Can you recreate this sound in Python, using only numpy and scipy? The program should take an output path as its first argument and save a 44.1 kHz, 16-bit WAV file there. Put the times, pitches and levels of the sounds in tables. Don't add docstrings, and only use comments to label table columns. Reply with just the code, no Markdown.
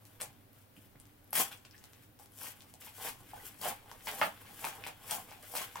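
import sys
import numpy as np
from scipy import signal
from scipy.fft import rfft, irfft
from scipy.io import wavfile
from scipy.ndimage import uniform_filter1d

SR = 44100
rng = np.random.default_rng(int(sys.argv[2]) if len(sys.argv) > 2 else 0)


def voltage_ratio(decibels):
    exponent = np.asarray(decibels, float) / 20
    return 10 ** exponent


def pcm_store(signal):
    levels = np.round(np.clip(np.atleast_2d(signal), -1, 1) * 32767)
    wavfile.write(sys.argv[1], SR, levels.astype(np.int16).T)


N = 255780
FLAT_HZ = 15000


def tearing():
    # [t/s, hold/s, crackle level/dB, sheet re crackle/dB, pouch re crackle/dB]
    rips = [(.202, .01, -46, -4.5, -3), (.214, 0.0054, -43, -4.5, -5), (.542, 0.067, -64.5, -8, -22),
            (1.0, .002, -72, -20, -22), (1.329, 0.02, -35.5, -11, -13.5), (1.353, 0.047, -28.5, -11.5, -16),
            (1.378, 0.028, -28, -7.5, -13.5), (1.51, 0.008, -50, -0.5, -4), (1.521, 0.0049, -48, -8.5, -16),
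            (4.052, 0.016, -44.5, -12, -10), (2.024, 0.0018, -56.5, -8.5, -26),
            (2.194, 0.032, -56, -13.5, -8), (2.806, 0.02, -51, -28, -13), (3.34, 0.054, -55.5, -6, -0.5),
            (3.613, 0.049, -39.5, -10, -3), (3.64, 0.051, -38, -6.5, -1.5), (4.0715, .002, -38, 2.5, -23),
            (4.075, 0.12, -43.5, -8, -5), (4.2145, 0.0031, -37, 5, 1), (4.225, 0.031, -42, -8, 1),
            (4.865, 0.0046, -45.5, 2.5, -0.5), (5.11, 0.045, -36.5, -8.5, -13),
            (5.315, 0.01, -52.5, 1.5, -3.5), (5.426, 0.031, -55, -4.5, -9), (5.537, 0.01, -42.5, -23, 0.5),
            (5.552, 0.022, -32.5, -12.5, -23), (5.575, 0.053, -40, -5, -8), (5.76, .04, -55, 2.5, 10)]
    # [t of full force/s, then as for the rips]
    pulls = [(.062, 0.095, -63.5, -9, -25), (.77, 0.087, -64.5, -6, -11), (1.72, 0.28, -66, -1.5, -7),
             (2.395, 0.024, -49, -17, -14), (2.436, 0.046, -42.5, -12, -12), (2.5, .002, -59.5, 1, -18),
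             (2.7, .002, -58.5, -10, -24), (2.87, 0.0017, -47.5, -6.5, -10), (2.99, 0.042, -44, -11.5, -12),
             (3.052, 0.033, -37, -8.5, -9), (3.308, .002, -53, -7, -23), (3.41, .002, -61, -16, -6),
             (3.464, 0.014, -45, -9.5, -22), (3.61, .002, -50, -22, -19), (3.9, 0.048, -60, -3.5, 2),
             (4.05, .002, -51, -12, -8.5), (4.5, 0.065, -57, -24, -21), (4.65, 0.03, -38, -9, -11),
             (4.7, 0.062, -53.5, -2.5, 1), (4.847, 0.0018, -53.5, 3, -2.5), (5.1, .002, -39.5, -9.5, -8.5),
             (5.17, 0.0067, -47, -19, -3), (5.49, 0.063, -47, -14.5, -11)]
    # [t/s, level/dB]
    grip = [(0, -73), (.35, -72.5), (.68, -84), (1.1, -72.5), (1.25, -80), (1.6, -72), (2.12, -83),
            (2.3, -77), (2.6, -63.5), (2.77, -75.5), (3.2, -63.5), (3.85, -63.5), (4.35, -61), (4.45, -58),
            (4.95, -65.5), (5.3, -57.5), (5.42, -67), (5.8, -55)]
    # [crackle/dB, sheet/dB, pouch/dB, flap/dB]
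    grip_share = (2, -2, -2, -3)
    # [f/Hz, level/dB]
    fibre_tone = [(1760, -52), (3000, -1), (4130, -9.5), (4580, -3.5), (5590, -3.5), (6700, -1),
                  (9740, 1.5), (10700, 2.5), (15100, 3), (15700, -37)]
    # [f/Hz, level/dB]
    sheet_tone = [(700, -25), (1200, -6), (1550, -1.5), (2300, -3), (3100, -4), (4300, -11), (6000, -24),
                  (10000, -70)]
    # [f/Hz, width/Hz, level/dB]
    pouch_modes = [(545, 80, -6), (691, 170, -2), (790, 80, 2), (880, 113, -4), (990, 193, -8)]
    # [f/Hz, width/Hz, level/dB]
    flap_modes = [(212, 69, 7.5), (305, 250, -5)]

    t = np.arange(N // 32 + 1) * 32 / SR
    grip_db = np.interp(t, *np.transpose(grip)) + np.array(grip_share)[:, None]
    power = voltage_ratio(grip_db) ** 2
    power = power + force(rips, 6000, t) + force(pulls, 235, t)

    fibre = colour(clicks(4000, 2.4, 2.0, 8.8), fibre_tone)
    sheet = colour(clicks(1800, 3.2, 2.6, 6.5), sheet_tone)
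    slips = clicks(700, 4.5, 2.4, 11)
    squeeze = 1 + 0.03 * slow_noise(int(0.06 * SR))
    pouch = sum(voltage_ratio(db) * sway(slips, hz * squeeze, 1.4 * width) for hz, width, db in pouch_modes)
    flap = np.zeros(N)
    for hz, width, db in flap_modes:
        flap += voltage_ratio(db) * resonate(resonate(slips, hz, 2 * width), hz, width)

    out = np.zeros(N)
    for level, layer in zip(np.sqrt(power), (fibre, sheet, pouch, flap)):
        out += np.interp(np.arange(N) / SR, t, level) * evened(layer)
    return voltage_ratio(-3.0) * out


def force(table, swell_db_per_s, t):
    # [crackle/dB per s, sheet, pouch, flap]
    fades = (332, 346, 285, 230)
    s, hold, db, sheet_db, pouch_db = np.transpose(table)[:, :, None]
    early = np.maximum(s - t, 0)
    late = np.maximum(t - s - hold, 0)
    flap_db = pouch_db - 6.5
    layers = []
    for rel_db, fade in zip((0, sheet_db, pouch_db, flap_db), fades):
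        stroke_db = db + rel_db - swell_db_per_s * early - fade * late
        layers.append((voltage_ratio(stroke_db) ** 2).sum(0))
    return np.array(layers)


def clicks(per_s, spread_db, clump_db, clump_ms):
    size = voltage_ratio(spread_db * np.minimum(rng.exponential(1, N), 4)) * rng.choice([-1, 1], N)
    clump = slow_noise(max(int(clump_ms * SR / 1000), 2))
    happens = rng.random(N) < per_s / SR
    return size * happens * voltage_ratio(clump_db * clump)


def buckling_folds():
    # [t/s, peak level/dB, f/Hz, bare tick re ring/dB]
    pops = [(.212, -47, 540, -25), (.761, -56, 480, 10), (.953, -53, 506, -2), (1.329, -28.5, 760, -5.5),
            (1.649, -52, 520, -4), (2.197, -53.5, 780, -26), (2.738, -50, 760, -5), (2.869, -49, 850, -13),
            (2.998, -41, 835, -12), (3.049, -33.5, 766, 9), (3.333, -35, 790, -27), (3.434, -47, 400, -11),
            (3.633, -44, 805, -19), (3.6555, -24, 744, -11.5), (3.669, -28, 815, 0), (3.678, -42, 760, 0),
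            (3.914, -39, 910, -3), (4.07, -33.5, 870, -13), (4.214, -12.5, 830, 5), (4.2248, -35, 704, -10),
            (4.229, -26.5, 730, 2), (4.643, -30, 910, -5), (4.669, -26, 765, 1), (4.865, -29.5, 870, 1),
            (5.115, -32.5, 790, -22), (5.151, -39, 780, -15), (5.314, -41, 800, -1), (5.432, -49, 630, -8),
            (5.538, -35.5, 744, -21), (5.5515, -30.5, 724, -7), (5.615, -38, 1080, -12),
            (5.756, -32.5, 980, -6), (1.367, -35, 800, 0), (1.395, -28.5, 750, 13), (3.615, -40, 830, -12),
            (3.7, -44, 830, -8), (3.711, -38, 830, -5), (4.243, -41, 740, -8), (4.271, -36, 710, -10),
            (4.286, -46, 680, -5), (5.104, -42, 750, -5), (5.127, -39, 780, -17), (5.567, -38, 800, -4),
            (5.58, -38, 710, -12), (5.607, -41, 720, -15), (4.2165, -19, 760, -7.5), (4.649, -35, 850, -12),
            (4.655, -32.5, 810, 6), (5.12, -33.5, 790, -8), (5.133, -37, 810, -10)]
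    # [at a tick of 0 dB/ms, lost per dB of tick/ms]
    pop_ring = (1.09, 0.051)
    return snaps(ringing(pops, pop_ring), 2.57)


def cracking_fibres():
    # [t/s, peak level/dB, f/Hz, bare tick re ring/dB]
    cracks = [(.2118, -20, 9400, 0), (.2169, -17.5, 8650, -1), (.228, -31, 10900, -12),
              (.2416, -48, 8840, 4), (1.3303, -14, 12200, -2), (1.3527, -18, 11900, -14),
              (1.3674, -17, 9800, -10), (1.3777, -19.5, 10800, -34), (1.3843, -22, 12700, 2),
              (1.4058, -17.5, 13000, -8), (2.387, -30.5, 11100, 1), (2.8219, -39, 10900, 3),
              (2.8629, -29, 13800, 2), (3.051, -29, 11200, -7), (3.466, -27, 13600, -2),
              (3.6137, -33, 4930, -6), (4.0711, -32, 5240, -4), (4.65, -19, 11200, 5),
              (4.8662, -32.5, 9000, 22), (5.109, -15.5, 8840, -5.5), (5.5514, -32, 10850, -5),
              (5.616, -23.5, 6950, 8), (5.756, -38, 7560, -8), (4.872, -25, 8800, 6), (5.113, -23, 7000, 2),
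              (5.151, -29, 11000, -6), (5.567, -27, 5500, 3), (5.603, -29, 11000, 2)]
    # [t/s, peak level/dB, f/Hz, bare
    # tick re ring/dB]
    small_ticks = [(0.0523, -36, 13100, 0), (0.531, -44, 13240, -3), (0.9993, -36, 9350, -1),
                   (1.054, -43.5, 7000, 10), (1.068, -53, 12000, -15), (1.243, -51, 12000, -9),
                   (1.276, -46, 12500, -4), (1.3064, -41, 11300, -14), (1.6522, -34.5, 8900, 13),
                   (1.71, -44.5, 4830, -13), (1.764, -52.5, 5200, -15), (1.779, -39.5, 7660, 0),
                   (1.8396, -30, 14200, 22), (1.9329, -38, 8060, 18), (2.19, -40.5, 6800, 14),
                   (2.2587, -40, 11200, 7), (2.32, -47, 11000, -7), (2.336, -48, 11000, 2), (2.37, -51, 10000, 0),
                   (2.606, -38, 3330, -5), (2.6202, -38, 5400, 8), (2.7387, -33, 8400, 41),
                   (3.4366, -44, 13500, -9), (3.543, -42, 11200, -2), (3.914, -32, 5950, 10),
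                   (4.114, -27, 6000, 4), (5.3085, -37, 6460, 2), (5.4266, -35.5, 8460, 10),
                   (.2566, -37, 9000, 0), (.329, -44, 11000, 8), (1.574, -43, 8000, -2),
             (2.432, -32.5, 11000, -7), (2.44, -38, 11500, -4), (2.469, -39, 3520, -8),
             (2.497, -41, 10100, 0), (2.589, -53, 3000, -6), (2.591, -56, 11000, 3), (2.631, -50, 5400, -6),
             (2.685, -45, 8530, 0), (2.804, -45, 10900, 0), (2.874, -41, 3500, 4), (2.951, -51, 12000, 6),
             (2.986, -39, 12400, 4), (3.001, -36, 9000, -2), (3.625, -32, 4800, -3), (4.051, -33, 11700, 4),
             (4.653, -27, 2500, -3), (4.77, -39.5, 2600, -1), (4.87, -33, 2620, -2),
             (4.935, -46, 2400, -11), (1.7525, -48, 8500, 0), (2.312, -48, 11500, 0), (1.115, -54, 9000, 4),
             (1.165, -53, 12000, 0)]
    # [at a tick of 0 dB/ms, lost per dB of tick/ms]
    crack_ring = (0.12, 0.0075)
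    return snaps(ringing(cracks + small_ticks, crack_ring), 0.3)


def flipping_creases():
    # [t/s, peak level/dB, f/Hz, ring/ms, bare tick re ring/dB]
    flips = [(0.2114, -49, 2100, 1.6, -1), (0.765, -49.5, 2670, 0.48, -9), (0.957, -53, 1840, 0.38, -10),
             (1.6496, -41.5, 2600, 0.46, 3), (1.7435, -52.5, 1750, 2, -20), (1.7512, -54, 1800, 1.5, -18),
             (2.8225, -43.5, 2800, 3.3, 11), (3.3767, -49, 1540, 3.1, -12), (3.3986, -52, 1950, 3.3, -9),
             (3.454, -47, 2740, 0.65, -3), (3.6341, -33, 2970, 0.9, 3.5), (4.0696, -34, 2080, 0.79, -13),
             (4.2133, -19.5, 2450, 0.44, -19), (4.2205, -20.5, 1275, 1.7, -7),
             (4.6428, -25, 2140, 0.47, -10), (4.8379, -28, 2340, 0.53, -12), (5.1098, -29.5, 3100, 0.5, 0),
             (5.7558, -36, 3400, 0.66, 6), (1.767, -69, 1820, 1.8, -20), (1.5152, -40, 3500, 0.49, -2),
             (1.527, -37.5, 3350, 0.61, 1), (4.2315, -26, 1420, 1, -31)]
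    return snaps(flips, 1.3)


def knee_bumps():
    # [t/s, peak level/dB, f/Hz, ring/ms, bare tick re ring/dB]
    bumps = [
        (0.269, -52, 120, 8.4, 1),
        (0.774, -45, 219, 5.8, -15),
        (0.953, -48, 135, 1.9, -12),
        (1.33, -48, 260, 4.5, -10),
        (4.215, -40.5, 228, 8.5, 2),
    ]
    return snaps(bumps, 5.0)


def ringing(table, ring):
    return [(s, db, hz, ring[0] - ring[1] * tick_db, tick_db) for s, db, hz, tick_db in table]


def snaps(table, spread_ms, count=5):
    out = np.zeros(N)
    chances = rng.random((60, 2 * count))
    for (s, db, hz, ring_ms, tick_db), luck in zip(table, chances):
        knocks = np.zeros(2048)
        at = (luck[:count] * np.arange(count) / count * spread_ms * SR / 1000).astype(int)
        sign = np.where(luck[count:] < 0.5, -1, 1)
        np.add.at(knocks, at, sign * voltage_ratio(-6.5 * np.arange(count)))
        knocks = np.convolve(knocks, np.hanning(int(0.3 * SR / hz) + 3))[:2048]
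        width = 550 / np.clip(ring_ms, 0.1, 60)
        ring = resonate(resonate(knocks, hz, 0.63 * width), hz, width)
        tick_hz, tick_width = min(1.66 * hz, 9500), 1.48 * hz
        tick = resonate(resonate(knocks, tick_hz, tick_width), tick_hz, tick_width)
        both = ring / abs(ring).max() + voltage_ratio(tick_db) * tick / abs(tick).max()
        add(out, s + 0.00076, voltage_ratio(db) * both / abs(both).max())
    return out


def evened(x):
    return x / np.sqrt(np.mean(x ** 2) + 1e-20)


def slow_noise(span):
    return evened(uniform_filter1d(uniform_filter1d(rng.standard_normal(N), span), span))


def read(points, hz):
    f, value = np.transpose(points)
    return np.interp(np.log(hz + 1), np.log(f + 1), value)


def add(mix, s, sound):
    part = mix[max(round(s * SR), 0):][:len(sound)]
    part += sound[:len(part)]


def resonate(x, hz, width):
    r = np.exp(-np.pi * max(width, 1) / SR)
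    return 2 * signal.lfilter([1 - r], [1, -r * np.exp(2j * np.pi * hz / SR)], x).real


def sway(x, hz, width):
    turn = np.exp(2j * np.pi * np.cumsum(hz) / SR)
    r = np.exp(-np.pi * width / SR)
    slow = signal.lfilter([(1 - r) ** 2], np.convolve([1, -r], [1, -r]), x / turn)
    return 2 * (turn * slow).real


def colour(x, points, size=2048):
    hz = np.minimum(abs(np.fft.fftfreq(size, 1 / SR)), FLAT_HZ)
    gain_db = read([(40, -75)] + points, hz)
    log_gain = np.log(voltage_ratio(np.maximum(gain_db, -80)))
    taps = np.fft.ifft(np.exp(np.conj(signal.hilbert(log_gain)))).real
    half = size // 2
    if abs(taps[:half]).sum() <= abs(taps[half:]).sum():
        taps = np.roll(taps[::-1], 1)
    return signal.oaconvolve(x, taps[:half])[:N]


def room(x, count=4):
    turn = 2 * np.pi * 4.5 * np.arange(N) / SR
    heard = np.zeros((2, N))
    for k in range(count):
        share = np.maximum(np.cos(turn - k * np.pi / 2), 0)
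        heard += signal.fftconvolve((share * x)[None], echoes(), axes=1)[:, :N]
    low = signal.butter(2, 950, fs=SR, output="sos")
    apart = signal.sosfiltfilt(low, heard - heard.mean(0))
    return heard - 0.55 * apart


def echoes():
    # [delay/ms, level/dB]
    walls = [(2.2, -9), (6.8, -7), (8.3, -11), (14.2, -6), (16.5, -9)]
    # [f/Hz, t60/s]
    decay = [(200, 0.066), (800, 0.21), (2500, 0.22), (8000, 0.15), (15000, 0.098)]

    taps = np.zeros((2, SR // 2))
    at = np.arange(200, SR // 2 - 20, 20) + rng.integers(0, 20, (2, (SR // 2 - 201) // 20))
    np.put_along_axis(taps, at, rng.choice([-1., 1.], at.shape), 1)
    hz, t, z = signal.stft(taps, SR, nperseg=256)
    t60 = np.maximum(read(decay, hz), 0.03)[:, None]
    tail = signal.istft(z * voltage_ratio(-60 * t / t60), SR, nperseg=256)[1]
    tail *= voltage_ratio(-1.5) / np.linalg.norm(tail[0])

    for (ms, db), (side, shift) in zip(walls, rng.uniform(-1, 1, (len(walls), 2))):
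        at = (ms * SR / 1000 + 8 * shift + np.array([1, -1]) * side * 12).astype(int)
        for port in (0, 1):
            port_db = db + (2 * port - 1.0) * side
            add(tail[port], at[port] / SR, voltage_ratio(port_db) * np.array([0.2, 0.5, 0.2]))

    near = (9 + rng.random((2, 4)) * 1.0 * SR / 1000).astype(int)
    np.add.at(tail, ([[0], [1]], near), voltage_ratio(-13) * rng.choice([-1., 1.], near.shape))
    lag = np.array([[0], [0.45 + 0.5 * rng.uniform(-1, 1)]])
    tail[:, :13] += np.sinc(np.arange(13) - 6 - lag) * np.hanning(15)[1:-1]
    return tail


def stillness():
    # [f/Hz, level/dB]
    still = [(15, -35), (25, -4.5), (70, -18.5), (82, -13), (102, -1), (140, -16.5), (307, -10.5),
             (351, -26), (391, -13.5), (424, -26), (460, -18), (1180, -26), (1460, -25.5), (7380, -38),
             (15700, -28.5)]
    # [f/Hz, correlation]
    likeness = [(60, 0.77), (240, 0.67), (950, 0.022), (3770, 0.0092), (15000, 0.032)]
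    # [t/s, level/dB]
    rumble = [
        (0.0, -82),
        (0.24, -71),
        (0.66, -83),
        (0.98, -70),
        (1.15, -75),
        (2.91, -79),
        (2.99, -71.5),
        (4.78, -70),
        (5.8, -75),
    ]
    # [f/Hz, width/Hz, level/dB]
    hum_hz, hum_width, hum_db = (100.2, 16, -69)

    frames, hz = N // 512 + 5, np.fft.rfftfreq(2048, 1 / SR)
    a, b, c, d, patches = rng.standard_normal((frames, 1025, 5)).T
    patches = evened(uniform_filter1d(uniform_filter1d(patches, 30, 0), 8, 1))
    same = np.clip(read(likeness, hz), -1, 1)[:, None]
    left = a + 1j * b
    right = same * left + np.sqrt(1 - same ** 2) * (c + 1j * d)
    s, rumble_db = np.transpose(rumble)
    swell_db = np.interp(np.arange(frames) * 512 / SR, s, rumble_db - rumble_db.mean())
    level_db = read(still, np.minimum(hz, FLAT_HZ))[:, None] + 0.28 * patches
    level_db = level_db + (hz < 80)[:, None] * swell_db
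    z = np.array([left, right]) * voltage_ratio(level_db)
    air = voltage_ratio(-61.5) * evened(signal.istft(z, nperseg=2048, noverlap=1536)[1][:, :N])

    steady = np.cos(2 * np.pi * hum_hz * np.arange(N) / SR)
    wobble = evened(resonate(rng.standard_normal(N), hum_hz, hum_width))
    return air + voltage_ratio(hum_db) * (steady + 0.6 * wobble)


def scene():
    paper = tearing() + buckling_folds() + cracking_fibres() + flipping_creases() + knee_bumps()
    paper = signal.sosfilt(signal.butter(2, 110, "high", fs=SR, output="sos"), paper)
    return voltage_ratio(-3.0) * room(paper) + stillness()


def roll_off(x):
    return signal.sosfilt(signal.butter(12, 15960, fs=SR, output="sos"), x)


def record(dry):
    # [f/Hz, left minus right/dB]
    lean = [(60, -2.5), (180, -1.5), (550, -3), (1650, 0), (4970, 3.5), (15000, 5.5)]
    hz = np.fft.rfftfreq(N, 1 / SR)
    lean_db = read(lean, hz) / 2
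    edge_db = -90 * (hz > 15930)
    mix = irfft(rfft(dry) * voltage_ratio(np.array([lean_db, -lean_db]) + edge_db), N)
    return roll_off(mix)


dry = scene()
out = record(dry)
pcm_store(out)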